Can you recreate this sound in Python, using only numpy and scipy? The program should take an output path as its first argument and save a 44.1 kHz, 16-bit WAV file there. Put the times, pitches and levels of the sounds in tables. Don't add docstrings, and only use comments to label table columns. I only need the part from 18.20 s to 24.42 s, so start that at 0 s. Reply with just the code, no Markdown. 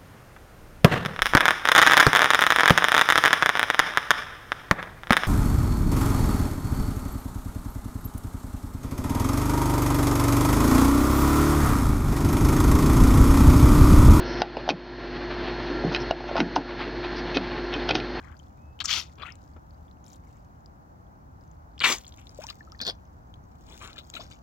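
import sys
import numpy as np
from scipy import signal
from scipy.fft import rfft, irfft
from scipy.io import wavfile
from scipy.ndimage import uniform_filter1d, map_coordinates

SR = 44100
rng = np.random.default_rng(int(sys.argv[2]) if len(sys.argv) > 2 else 0)


def log_audio(samples):
    frames = np.atleast_2d(samples).T
    limited = np.clip(frames, -1, 1)
    pcm = np.round(limited * 32767).astype(np.int16)
    wavfile.write(sys.argv[1], SR, pcm)


N = 274302
TIME = np.arange(N) / SR
FREQS = np.maximum(np.arange(N // 2 + 1) * SR / N, 1)


def spurts(emptying_db_per_s=35, slap_swell_db_per_s=45):
    # gulp_db, slap_db, spray_db (last three re cavity)
    squelches = [(0.002, .01, .12, .1, -55, 1400, 1, -2, -9, -21),
                 (0.6, .004, .014, .03, -26.5, 3450, .75, -8, -26, -28),
                 (0.639, .005, .015, .03, -27, 6500, .65, -10, -26, -27),
                 (0.664, .036, .088, .16, -22.5, 3750, 1.4, -10, -29, -7),
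                 (0.977, .006, .03, .06, -45.5, 2200, .9, 1, -5, -16),
                 (1.012, .012, .01, .04, -36, 2900, .85, -1, -13, -16),
                 (1.044, .014, .014, .16, -38, 2350, .55, -1, -15, -13),
                 (1.835, .03, .1, .04, -58, 11000, 1.4, -18, -8, -1),
                 (2.02, .02, .14, .12, -69, 2400, .8, -8, -4, 3),
                 (3.602, .01, .01, .05, -22.5, 2690, .7, -6, -20, -12),
                 (3.629, .014, .084, .14, -11.8, 2350, 1.55, -15, -24.5, -7),
                 (3.965, .025, .018, .12, -55.5, 2950, .55, -4, -12, 0),
                 (4.188, .042, .014, .06, -47, 2900, .6, 1, -14, -3),
                 (4.273, .026, .008, .035, -37, 3700, .73, -7, -24, -11),
                 (4.6, .003, .003, .03, -32.5, 3400, 1.1, -8, -18, -14),
                 (4.611, .004, .003, .1, -28, 4400, .36, -13, -12, -14),
                 (4.64, .035, .026, .06, -28.5, 4150, .66, -10, -9, -8),
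                 (5.45, .06, .03, .16, -51.5, 2800, 1.3, -4, -2, 0),
                 (5.595, .028, .024, .3, -39, 2200, 1.7, -8, -9, -2),
                 (5.755, .005, .012, .03, -48, 3100, .7, 0, -14, -20),
                 (5.775, .009, .006, .07, -37, 3550, .65, -11, -16, -6),
                 (5.928, .012, .04, .06, -39.5, 3200, .8, -9, -13, -4),
                 (5.992, .008, .02, .22, -45.5, 4300, 1.1, -7, -5, -4),
                 (6.095, .013, .006, .15, -47.5, 4400, 2, -4, -15, -4)]
    out, t = np.zeros(N), TIME[:SR // 3]
    for (start_s, attack_s, hold_s, t60_s, level_db, cavity_hz, cavity_octaves,
         gulp_db, slap_db, spray_db) in squelches:
        push = from_db(level_db + 25)
        cells_per_s = max(5000 * push ** .6, 700)
        froth = grains(len(t), cells_per_s, spread_db=4, cycles=30, ringing=.75, top_hz=12000)
        froth /= (uniform_filter1d(froth ** 2, size=330) + .02) ** .4
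        release = from_db(-60 * np.maximum(t - attack_s - hold_s, 0) / t60_s)
        flow = np.minimum(t / attack_s, 1) ** 1.5 * release
        held_s = np.clip(t - attack_s, 0, hold_s)
        emptied_db = -emptying_db_per_s * push * held_s
        # centre_hz, width_octaves, part_db
        resonances = [(cavity_hz, cavity_octaves, emptied_db),
                      (1370, .64, gulp_db + .6 * emptied_db),
                      (350, 1.7, slap_db + slap_swell_db_per_s * held_s),
                      (6500, 2.6, spray_db)]
        for centre_hz, width_octaves, part_db in resonances:
            envelope = flow * from_db(level_db + part_db)
            part = rms_one(band(froth, centre_hz, width_octaves) * envelope)
            add(out, start_s, part * np.sqrt(np.mean(envelope ** 2)))
    return out


def pops(t60_cycles=19, crack_s=.00052, opening_s=.0002, rise_per_s=20):
    # start_s, level_db, pitch_hz
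    pockets = [(0.1926, -40.5, 6600), (0.5909, -35, 2940), (0.604, -17.5, 3300), (0.6564, -9, 5630),
               (0.71, -11, 3080), (0.7291, -10, 3200), (0.738, -10, 3350), (1.104, -31, 2600),
               (1.1222, -33, 5200), (1.1552, -34, 8200), (1.5075, -47, 4480), (1.7128, -46.5, 3980),
               (1.8422, -40, 6500), (1.865, -41, 5300), (1.9318, -37, 6160), (2.4601, -39.5, 4970),
               (3.2106, -52, 5030), (3.314, -47, 6700), (3.5796, -34, 3100), (3.593, -26, 5000),
               (3.6035, -17, 4200), (3.6454, -5.5, 2550), (3.6556, -6, 2160), (3.724, -11, 4300),
               (3.784, -23, 6940), (3.8666, -34, 4230), (3.8793, -30.5, 7000), (3.923, -38, 3570),
               (4.0701, -34, 3750), (4.0935, -31.5, 4980), (4.2391, -25.5, 5500), (4.2676, -21.5, 5760),
               (4.3011, -19, 4500), (4.52, -31.5, 5260), (4.5923, -31, 4210), (4.6145, -14, 4300),
               (4.6508, -20.5, 4600), (4.6667, -15, 4230), (4.6773, -16, 3910), (5.14, -37.5, 3290),
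               (5.6758, -28, 7390), (5.7307, -33.5, 4000), (5.7862, -30, 3520), (5.9006, -24.5, 7100),
               (5.9393, -24.5, 3700), (5.953, -25, 3760)]
    out, t = np.zeros(N), TIME[:SR // 40]
    for start_s, level_db, pitch_hz in pockets:
        phase = 2 * np.pi * pitch_hz * t * (1 + rise_per_s * t / 2)
        ring = np.sin(phase) * from_db(-60 * t * pitch_hz / t60_cycles)
        tear = rms_one(band(rng.standard_normal(len(t)), hz=5000, octaves=2.9)) * np.exp(-t / crack_s)
        crack_gain = .5 * from_db(level_db + 10) ** .23
        pop = (ring + crack_gain * tear) * (1 - np.exp(-t / opening_s))
        add(out, start_s, from_db(level_db) * pop / np.abs(pop).max())
    return out


def bubbles(t60_cycles=47, attack_share=.017):
    # start_s, level_db, pitch_hz, rise_octaves_per_s
    notes = [(0.097, -37.5, 1500, 14), (0.197, -40, 3100, 0), (1.033, -21, 1226, 11),
             (1.049, -28, 1310, 10), (1.065, -24.5, 2630, 16), (1.09, -29, 1860, 2),
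             (4.188, -22.5, 588.6, 15.5), (4.24, -28.5, 890, 21), (4.288, -24.5, 2850, 21),
             (4.407, -33, 1770, 0), (4.474, -39, 1285, 7.5), (4.523, -40, 1280, 14), (4.547, -38, 1856, 0),
             (5.966, -28, 1370, 5), (5.969, -22, 2750, 26), (5.993, -33, 686, 24), (6.003, -31, 1064, 39)]
    out, t = np.zeros(N), TIME[:SR // 12]
    for start_s, level_db, pitch_hz, rise_octaves_per_s in notes:
        t60_s = t60_cycles / pitch_hz
        glide_hz = pitch_hz * 2 ** (rise_octaves_per_s * (t - t60_s / 10))
        phase = 2 * np.pi * np.cumsum(glide_hz) / SR
        envelope = (1 - np.exp(-t / (attack_share * t60_s))) * from_db(-60 * t / t60_s)
        add(out, start_s, from_db(level_db) * np.sin(phase) * envelope / envelope.max())
    return out


def settling(tick_db=-3.2, snap_db=-4.5, droplet_db=-6, clump_db=3.5):
    ticks = grains(N, per_s=930, spread_db=1, cycles=11, ringing=.3, top_hz=15800)
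    clumps = from_db(clump_db * rms_one(band(rng.standard_normal(N), hz=18, octaves=2.5)))
    snaps = grains(N, per_s=35, spread_db=2.5, cycles=14, ringing=.25, top_hz=12000)
    droplets = grains(N, per_s=60, spread_db=4, cycles=28, ringing=.97, top_hz=8000, pitch_count=40)
    ticks = from_db(tick_db) * rms_one(band(ticks * clumps, hz=10000, octaves=3.8))
    snaps = from_db(snap_db) * rms_one(band(snaps, hz=9500, octaves=2.2))
    droplets = from_db(droplet_db) * rms_one(band(droplets, hz=3500, octaves=2.6))
    return mud_activity() * (ticks + snaps + droplets)


def mud_activity(resting_db=-84, rise_s=.09, settle_s=.23):
    # peak_s, level_db
    treads = [(0.05, -60), (0.25, -66), (0.88, -59), (1.25, -63), (1.6, -68), (2.12, -67), (3.27, -71),
              (3.82, -53.5), (4.02, -59), (4.21, -50), (5.57, -48), (5.95, -54)]
    power = from_db(resting_db) ** 2
    for peak_s, level_db in treads:
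        before_s, after_s = np.maximum(peak_s - TIME, 0), np.maximum(TIME - peak_s, 0)
        stir = from_db(level_db) * np.exp(-before_s / rise_s) / (1 + after_s / settle_s) ** 2
        power = power + stir ** 2
    return np.sqrt(power)


def knock():
    # start_s, level_db, centre_hz, width_octaves, decay_s
    shaft = (1.364, -40.5, 470, 2.2, .009)
    start_s, level_db, centre_hz, width_octaves, decay_s = shaft
    out, t = np.zeros(N), TIME[:SR // 8]
    thud = rms_one(band(rng.standard_normal(len(t)), centre_hz, width_octaves))
    add(out, start_s, from_db(level_db) * thud * np.exp(-t / decay_s))
    return out


def night(air_db=-50.5, low_cut_hz=33, drone_hz=75):
    # freq_hz, relative_density_db
    air_spectrum = [(20, -18), (28, -13), (50, -1), (70, -.5), (160, -10), (300, -16), (400, -25.5),
                    (550, -24), (800, -21.5), (1160, -30), (1520, -34.5), (2600, -48.5), (3400, -52.5),
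                    (6500, -49.5), (9000, -60.5), (16000, -51)]
    # freq_hz, side_re_mid_db
    air_width = [(60, -13), (110, -14), (200, -7.5), (380, 1), (700, 3.5), (1290, 10.5), (2380, 0),
                 (4400, 2), (8120, 2), (15000, 1.5)]
    # time_s, level_db
    drone_levels = [(0, -50), (.5, -53), (1.5, -52), (2.3, -65), (3.5, -62), (4.5, -66.5), (5.5, -68),
                    (6.2, -60)]
    mid, side = rng.standard_normal((2, N))
    gains = from_db(at_hz(air_spectrum)) / np.sqrt(1 + (low_cut_hz / FREQS) ** 4)
    mid = colour(mid, gains)
    side = colour(side, gains * from_db(at_hz(air_width)))
    air = from_db(air_db) * np.array([mid + side, mid - side]) / np.std(mid)
    drone_db, = in_time(drone_levels)
    drone = from_db(drone_db) * rms_one(band(rng.standard_normal(N + SR), drone_hz, octaves=.17)[SR:])
    return (air + drone) * from_db([[.4], [-.4]])


def whistle():
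    # time_s, pitch_hz, level_db
    glide = [(.35, 2380, -95), (.385, 2450, -75), (.43, 2570, -73), (.53, 2600, -71), (.555, 2660, -76)]
    pitch_hz, level_db = in_time(glide)
    sounding = (TIME > glide[0][0]) & (TIME < glide[-1][0])
    return sounding * from_db(level_db) * np.sin(2 * np.pi * np.cumsum(pitch_hz) / SR)


def place(x, near_db=-6, far_db=-25):
    # time_s, right_shade_db, left_lag_ms
    bearing = [(0, 22, -0.027), (.6, 11.5, -0.017), (1.1, 16, -0.034), (2.0, 16.5, 0.011),
               (3.6, 5.5, 0.033), (4.3, 8.5, 0.13), (4.65, 4, 0.19), (5.6, 7.5, 0.11), (6.2, 8, 0.17)]
    # freq_hz, shade_share
    shadow = [(150, 0), (400, 1), (1200, 0.97), (5000, .95), (8000, 0.6), (13000, 0)]
    shade_db, lag_ms = in_time(bearing)
    lagged = map_coordinates(x, [np.arange(N) - lag_ms * SR / 1000], order=3)
    near = from_db(near_db) * scatter(x, t60_s=.02, first_s=.00059, size=SR // 50)
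    far = from_db(far_db) * scatter(x, t60_s=.16, first_s=.01, size=SR // 8)
    left, right = from_db(-.5) * (np.array([lagged, x]) + near + far)
    right = right - (1 - from_db(-shade_db)) * colour(right, at_hz(shadow))
    return np.array([left, right])


def scatter(x, t60_s, first_s, size):
    hop, t = SR // 16, TIME[:size]
    padded, out = np.pad(x, (hop, 2 * hop)), np.zeros((2, N + 3 * hop + size))
    fade = signal.windows.hann(2 * hop, sym=False)
    decay = from_db(-60 * t / t60_s) * (t > first_s)
    for start in range(0, N + hop, hop):
        echoes = rng.standard_normal((2, size)) * decay / np.linalg.norm(decay)
        heard = signal.fftconvolve((fade * padded[start:start + 2 * hop])[None], echoes, axes=1)
        out[:, start:start + heard.shape[1]] += heard
    return out[:, hop:hop + N]


def grains(size, per_s, spread_db, cycles, ringing, top_hz, pitch_count=26):
    strengths = from_db(spread_db * np.minimum(rng.exponential(1, size), 3.5))
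    signs = rng.choice([-1, 1], size)
    snaps = strengths * signs * (rng.random(size) < per_s / SR)
    pitch_index = rng.integers(0, pitch_count, size)
    pitches_hz = np.geomspace(700, top_hz, pitch_count) * rng.uniform(.96, 1.04, pitch_count)
    rings = np.zeros(size)
    for k, hz in enumerate(pitches_hz):
        radius, angle = from_db(-60 * hz / (cycles * SR)), 2 * np.pi * hz / SR
        feedback = [1, -2 * radius * np.cos(angle), radius ** 2]
        rings += hz * signal.lfilter([0, np.sin(angle)], feedback, snaps * (pitch_index == k) + 1e-18)
    return np.sqrt(1 - ringing) * rms_one(snaps) + np.sqrt(ringing) * rms_one(rings)


def from_db(db):
    return 10 ** (np.asarray(db) / 20)


def rms_one(x):
    return x / np.sqrt(np.mean(x ** 2) + 1e-20)


def in_time(rows):
    time_s, *columns = np.transpose(rows)
    return [np.interp(TIME, time_s, column) for column in columns]


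def at_hz(rows):
    hz, value = np.transpose(rows)
    return np.interp(np.log(FREQS), np.log(hz), value)


def colour(x, gains):
    return irfft(rfft(x) * gains, N)


def band(x, hz, octaves):
    edge_ratio = 2 ** (octaves / 2)
    edges_hz = [hz / edge_ratio, min(hz * edge_ratio, .45 * SR)]
    return signal.sosfilt(signal.butter(2, edges_hz, "band", fs=SR, output="sos"), x)


def add(track, start_s, sound):
    start = round(start_s * SR)
    track[start:start + len(sound)] += sound[:N - start]


def scene():
    # freq_hz, gain_db
    mic_response = [(100, -0.5), (7200, -1), (8400, -12), (10500, -17.5), (13000, -12.5), (16000, -9)]
    mud = from_db(-.2) * spurts() + from_db(1.5) * pops() + from_db(-3.5) * bubbles()
    mud = mud + settling() + knock()
    return colour(place(mud), from_db(at_hz(mic_response))) + whistle() + night()


def record(dry):
    cutoff_hz = 15900
    return signal.sosfilt(signal.ellip(12, .1, 80, cutoff_hz, fs=SR, output="sos"), dry)


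dry = scene()
out = record(dry)
log_audio(out)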